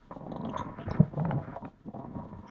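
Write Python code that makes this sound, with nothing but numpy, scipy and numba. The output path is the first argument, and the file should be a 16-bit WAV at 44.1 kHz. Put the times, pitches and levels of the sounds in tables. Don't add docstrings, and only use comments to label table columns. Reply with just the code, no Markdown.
import sys
import numpy as np
from scipy import signal
from scipy.fft import rfft, irfft
from scipy.io import wavfile
from numba import njit

SR = 44100
rng = np.random.default_rng(int(sys.argv[2]) if len(sys.argv) > 2 else 0)


def store_wav(level_fs):
    pcm = np.round(np.clip(np.atleast_2d(level_fs), -1, 1) * 32767)
    wavfile.write(sys.argv[1], SR, pcm.T.astype(np.int16))


N = 110250

# frequency in Hz, relative strength per Hz in dB.
ROOM_COLOUR = [(15, -35), (25, 2.5), (53, -4.5), (157, -20.5), (286, -18), (392, -17.5), (1000, -34),
               (6600, -49), (8000, -54), (10400, -100)]
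# centre in Hz, width setting in Hz, relative level in dB.
HISS_BANDS = [(3310, 1200, 5.5), (6770, 3300, -6.5)]
# time in seconds, level in dB.
HISS_LEVELS = [(0, -80.5), (.5, -80), (.9, -84.5), (1.6, -80.5), (1.75, -89), (2.5, -83)]
# time in seconds, then mouth, chest, belly and snout levels in dB.
GROWL_LEVELS = [(.06, -72, -63.5, -73, -72), (.11, -54.5, -57, -61, -61), (.25, -49.5, -43, -60, -56.5),
                (.6, -41.5, -40.5, -43.5, -43), (.83, -52, -53, -58, -48.5),
                (.88, -55.5, -43.5, -34.5, -53.5), (.99, -39.5, -39.5, -46, -43),
                (1.11, -58, -54, -52.5, -63), (1.19, -47, -40.5, -43, -48.5),
                (1.33, -38, -37.5, -38.5, -53), (1.57, -47.5, -52.5, -50, -47),
                (1.64, -49, -39.5, -49.5, -45.5), (1.68, -52.5, -47.5, -53, -50),
                (1.7, -70.5, -69, -67, -68), (1.83, -73, -61.5, -62, -72.5), (1.88, -54, -49, -54.5, -65),
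                (2.01, -44, -48.5, -54.5, -45.5), (2.09, -56, -49.5, -49, -57),
                (2.2, -44, -40, -41.5, -43.5), (2.28, -55, -48, -58, -54.5), (2.36, -56.5, -48, -43, -49.5),
                (2.5, -56.5, -52, -66.5, -51)]
# time in seconds, level in dB.
BREATH_LEVELS = [(.1, -69.5), (.115, -55), (.15, -72), (.52, -63), (.545, -49), (.7, -56), (.83, -54.5),
                 (.865, -52), (.91, -46.5), (.99, -51), (1.11, -68), (1.35, -61.5), (1.5, -51.5),
                 (1.585, -61), (1.62, -81), (1.92, -73), (2.03, -69), (2.44, -65.5), (2.49, -57.5)]
# start in seconds, then mouth, snout and chest levels in dB.
THROAT_FLAPS = [(0.11, -30, -36, -37), (0.121, -56, -36.5, -55), (0.162, -32.5, -43, -38),
                (0.208, -33.5, -56, -38), (0.265, -31.5, -51.5, -36.5), (0.3178, -28, -45, -35),
                (0.3605, -27, -36, -38), (0.4067, -35, -39, -45), (0.449, -31, -37.5, -35),
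                (0.487, -34.5, -45, -32.5), (0.534, -38, -37, -45.5), (0.561, -29.5, -26, -63),
                (0.594, -53, -31.5, -40.5), (0.8815, -29, -51, -44.5), (0.9115, -23.5, -45, -35.5),
                (1.132, -36.5, -56.5, -40.5), (1.174, -28.5, -43.5, -52.5), (1.621, -42, -52, -46),
                (1.884, -38, -62, -40.5), (1.942, -39, -70, -42), (1.989, -37.5, -55, -36),
                (2.043, -40.5, -42, -40.5), (2.13, -51, -58, -45), (2.149, -41.5, -44.5, -40),
                (2.186, -40, -52, -51), (2.232, -39.5, -79, -39), (2.329, -39.5, -45.5, -40.5)]
# middle in seconds, length setting in seconds.
THROAT_PAUSES = [(0.851, 0.0082), (1.599, 0.019), (1.928, 0.0091), (2.32, 0.0093)]
# centre in Hz, width setting in Hz, relative level in dB.
BELLY_PEAKS = [(49.7, 114, -7.5), (103, 29, 0)]
CHEST_PEAKS = [(152.2, 65, -1.5), (229.4, 55, -1), (294, 68, -4), (426.2, 70, -13)]
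MOUTH_PEAKS = [(530.2, 80.5, 3.66), (648.6, 38, 2), (768, 129, 3.6)]
SNOUT_PEAKS = [(960.5, 75.5, 5.5), (1140, 550, -9.5), (1061.4, 45, -6.5)]
BREATH_PEAKS = [(1308, 324, 6), (1781, 200, -6), (2100, 250, -5.5)]
# start in seconds, level in dB, centre in Hz, length setting in seconds.
NOSE_RASPS = [(0.3145, -57.5, 3600, 0.016), (0.3615, -59, 3600, 0.015), (0.413, -62.5, 3700, 0.006),
              (0.455, -58, 3300, 0.008), (0.492, -54.5, 2900, 0.014), (0.316, -76.5, 6500, 0.013),
              (.368, -74, 6440, 0.0078), (0.496, -68, 6360, 0.0091), (0.567, -51, 3450, 0.047),
              (0.568, -56.5, 6420, 0.046), (0.792, -53.5, 2850, 0.062), (0.897, -67, 6000, 0.006),
              (0.9084, -59, 5300, 0.014), (0.9033, -58.5, 3900, 0.035), (.966, -65, 3400, .005),
              (0.449, -52.5, 3300, 0.006), (2.462, -59, 5530, 0.11), (2.457, -64, 3090, 0.087)]
# time in seconds, pitch in Hz, level in dB.
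HUM_PATH = [(.97, 147.3, -48), (.994, 149, -30), (1.008, 156.1, -17.5), (1.021, 151.2, -37.5),
            (1.03, 163.6, -26), (1.056, 165.8, -52), (1.14, 157.4, -61), (1.174, 152.2, -32),
            (1.206, 149.5, -29), (1.24, 176.9, -30), (1.29, 158.2, -31), (1.33, 131.8, -36.5),
            (1.345, 124, -30), (1.378, 144.5, -28.5), (1.41, 135, -48.5)]
# multiple of the pitch, level against the main tone in dB.
OVERTONES = [(3, -22.5), (4, -20.5)]
# start in seconds, level in dB, brightness in dB per octave.
TEETH_CLICKS = [(1.1967, -32.5, -3.5), (1.2517, -29, -2), (1.31, -28, -0.5), (1.6507, -39.5, 4)]
# frequency in Hz, relative level in dB, seconds to fade by 60 dB.
TEETH_TONES = [(813, 9, 0.018), (1290, 7, 0.011), (1950, -8.5, 0.023), (2570, -12, 0.019),
               (3720, -27, 0.021)]

ROOM_DB, ROOM_FLICKER_DB = -62, 0.91
PULSE_HZ, JITTER, SCATTER_DB = 147.9, .35, 3.5
FLAP_PULSE_DB, FLAP_PULSE_DELAY_S = 1.5, 0.00072
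RESET_S = .005
BREATHY, PUFF_S = 0.55, .003
FLAP_ATTACK_S, FLAP_T60_S = 0.0012, 0.058
MOUTH_FLAP_DB, FLAP_BREATH_DB = -6.5, -20
MOUTH_DB, SNOUT_DB, FLICKER_DB = -3, -4.5, 4.5
WANDER = 0.037
PAUSE_DB = -12
SLAP_S, SLAP_DB = .001, -1
RASP_WIDTH_HZ, RASP_GRAIN_DB, RASP_SWELL = 900, 3.5, 6.7
HUM_WAVER, HUM_FLICKER_DB, HUM_FADE_S = 0.015, 4, 0.016
TEETH_ATTACK_S, TEETH_DETUNE = .0006, 0.06
ECHO_T60_S, ECHO_DB, ECHO_DELAY_S = 0.21, -12.5, .004
SENSOR_DB = -101
MIC_STOP_HZ, FINAL_TOP_HZ = 8740, 15500


def undb(db):
    return 10 ** (np.asarray(db) / 20)


def unit(x):
    return x / np.sqrt(np.mean(x ** 2))


def noise():
    return rng.standard_normal(N)


def curve(rows, col):
    rows = np.array(rows)
    return np.interp(np.arange(N) / SR, rows[:, 0], rows[:, col])


def walk(rate):
    return np.interp(np.arange(N) * rate / SR, np.arange(1000), rng.standard_normal(size=1000))


@njit
def svf(x, g, k):
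    y, b, l = np.empty(len(x)), 0., 0.
    for i in range(len(x)):
        v = (b + g[i] * (x[i] - l)) / (1 + g[i] * (g[i] + k))
        b, l, y[i] = 2 * v - b, l + 2 * g[i] * v, k * v
    return y


def ring(x, peaks, wander=0):
    out = 0
    for k, (hz, width, db) in enumerate(peaks):
        f = np.tan(np.pi / SR * hz * (1 + wander * walk(11)))
        w = 1.225 * width / hz
        peak = svf(svf(x, f, w), f, w)
        out = out + (-1) ** k * undb(db) * unit(peak)
    return unit(out)


def room():
    f, table = np.arange(N // 2 + 1) * SR / N + 1, np.array(ROOM_COLOUR)
    shape = undb(np.interp(np.log(f), np.log(table[:, 0]), table[:, 1]))
    coloured = irfft(rfft(noise()) * shape, N)
    return unit(coloured) * undb(ROOM_DB + ROOM_FLICKER_DB * walk(24))


def flicker():
    return FLICKER_DB * walk(39.69)


def treble_hiss():
    return undb(curve(HISS_LEVELS, col=1) + 1.2 * flicker()) * ring(noise(), HISS_BANDS)


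def glottis():
    chance = rng.standard_normal(size=(2000, 2))
    gaps = SR / PULSE_HZ * np.exp(JITTER * chance[:, 0])
    at = np.cumsum(gaps).astype(int)
    firm = np.array([int((row[0] + FLAP_PULSE_DELAY_S) * SR) for row in THROAT_FLAPS])
    nearest_firm = np.abs(at[:, None] - firm).min(axis=1)
    keep = (at < N) & (nearest_firm > RESET_S * SR)
    pulses = np.zeros(N)
    pulses[at[keep]] = undb(SCATTER_DB * chance[keep, 1])
    pulses[firm] = undb(FLAP_PULSE_DB)
    puff = unit(signal.lfilter([1], [1, -np.exp(-1 / (PUFF_S * SR))], pulses))
    return unit(pulses) + BREATHY * puff * noise()


def flaps(col):
    t, env = np.arange(N) / SR, 0
    for row in THROAT_FLAPS:
        u = np.maximum(t - row[0], 0)
        fall = undb(row[col] - 60 * u / FLAP_T60_S)
        env = env + fall * (1 - np.exp(-u / FLAP_ATTACK_S))
    return env


def breath_rush(pulses):
    rush = undb(curve(BREATH_LEVELS, col=1) + .5 * flicker())
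    level = rush + undb(FLAP_BREATH_DB) * flaps(col=2)
    return level * ring(0.75 * pulses + noise(), BREATH_PEAKS)


def throat_opening():
    t = np.arange(N) / SR
    return undb(sum(PAUSE_DB * np.exp(-((t - s) / length) ** 2) for s, length in THROAT_PAUSES))


def growl():
    pulses = glottis()
    belly_level = undb(curve(GROWL_LEVELS, col=3))
    chest_level = undb(curve(GROWL_LEVELS, col=2) + flicker()) + flaps(col=3)
    mouth_level = undb(curve(GROWL_LEVELS, col=1) + MOUTH_DB + flicker())
    mouth_level = mouth_level + undb(MOUTH_FLAP_DB) * flaps(col=1)
    snout_level = undb(curve(GROWL_LEVELS, col=4) + SNOUT_DB + flicker()) + flaps(col=2)
    belly = belly_level * ring(pulses, BELLY_PEAKS)
    chest = chest_level * ring(pulses, CHEST_PEAKS, WANDER)
    mouth = mouth_level * ring(pulses, MOUTH_PEAKS, WANDER)
    snout = snout_level * ring(pulses, SNOUT_PEAKS, .5 * WANDER)
    return throat_opening() * (belly + chest + mouth + snout + breath_rush(pulses))


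def slaps():
    starts = np.zeros(N)
    for row in THROAT_FLAPS:
        starts[int(row[0] * SR)] = undb(row[1] + SLAP_DB)
    u = np.arange(400) / SR / SLAP_S
    push = (np.e * u * np.exp(-u)) ** 2 * np.cos(np.pi * (u - 1))
    return np.convolve(starts, push)[:N]


def nose_air():
    t, out = np.arange(N) / SR, 0
    grain = noise() * undb(RASP_GRAIN_DB * walk(300))
    for s, db, hz, length in NOSE_RASPS:
        u = np.clip((t - s) / length, 0, 9)
        swell = u / (u + RASP_SWELL * length) * np.exp(-2.5 * u ** 2)
        band = [(hz, RASP_WIDTH_HZ, 0)]
        out = out + 2 * undb(db) * swell * ring(ring(grain, band), band)
    return out


def hum():
    t = np.arange(N) / SR
    pitch = curve(HUM_PATH, col=1) * (1 + HUM_WAVER * walk(70))
    phase = 2 * np.pi * np.cumsum(pitch) / SR
    tone = np.sin(phase)
    for multiple, db in OVERTONES:
        tone = tone + undb(db + 2 * walk(76)) * np.sin(multiple * phase)
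    gate = np.clip(np.minimum(t - HUM_PATH[0][0], HUM_PATH[-1][0] - t) / HUM_FADE_S, 0, 1)
    level = undb(curve(HUM_PATH, col=2) + HUM_FLICKER_DB * walk(79.71))
    return np.sqrt(2) * level * gate * tone


def teeth():
    out, u = np.zeros(N), np.arange(2000) / SR
    rise = 1 - np.exp(-(u / TEETH_ATTACK_S) ** 2)
    for s, db, tilt_db in TEETH_CLICKS:
        k = int(s * SR)
        for hz, tone_db, t60 in TEETH_TONES:
            brightness = tilt_db * np.log2(hz / TEETH_TONES[0][0])
            fall = undb(db + tone_db + brightness - 60 * u / t60)
            tuned_hz = hz * (1 + TEETH_DETUNE * rng.standard_normal())
            out[k:k + len(u)] += rise * fall * np.sin(2 * np.pi * tuned_hz * u)
    return out


def echo(x):
    u = np.arange(8000) / SR
    tail = rng.standard_normal(len(u)) * undb(-60 * u / ECHO_T60_S) * (u > ECHO_DELAY_S)
    return undb(ECHO_DB) * signal.fftconvolve(x, tail / np.sqrt(np.sum(tail ** 2)))[:N]


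def scene():
    puppies = treble_hiss() + growl() + slaps() + nose_air() + hum() + teeth()
    return (puppies + echo(puppies) + room())[None]


def record(dry):
    x = signal.sosfilt(signal.cheby2(6, 30, MIC_STOP_HZ, fs=SR, output="sos"), dry)
    x = x * np.clip((N - np.arange(N)) / 200, 0, 1)
    x = x + undb(SENSOR_DB) * rng.standard_normal(x.shape)
    return signal.sosfilt(signal.ellip(8, .2, 30, FINAL_TOP_HZ, fs=SR, output="sos"), x)


dry = scene()
out = record(dry)
store_wav(out)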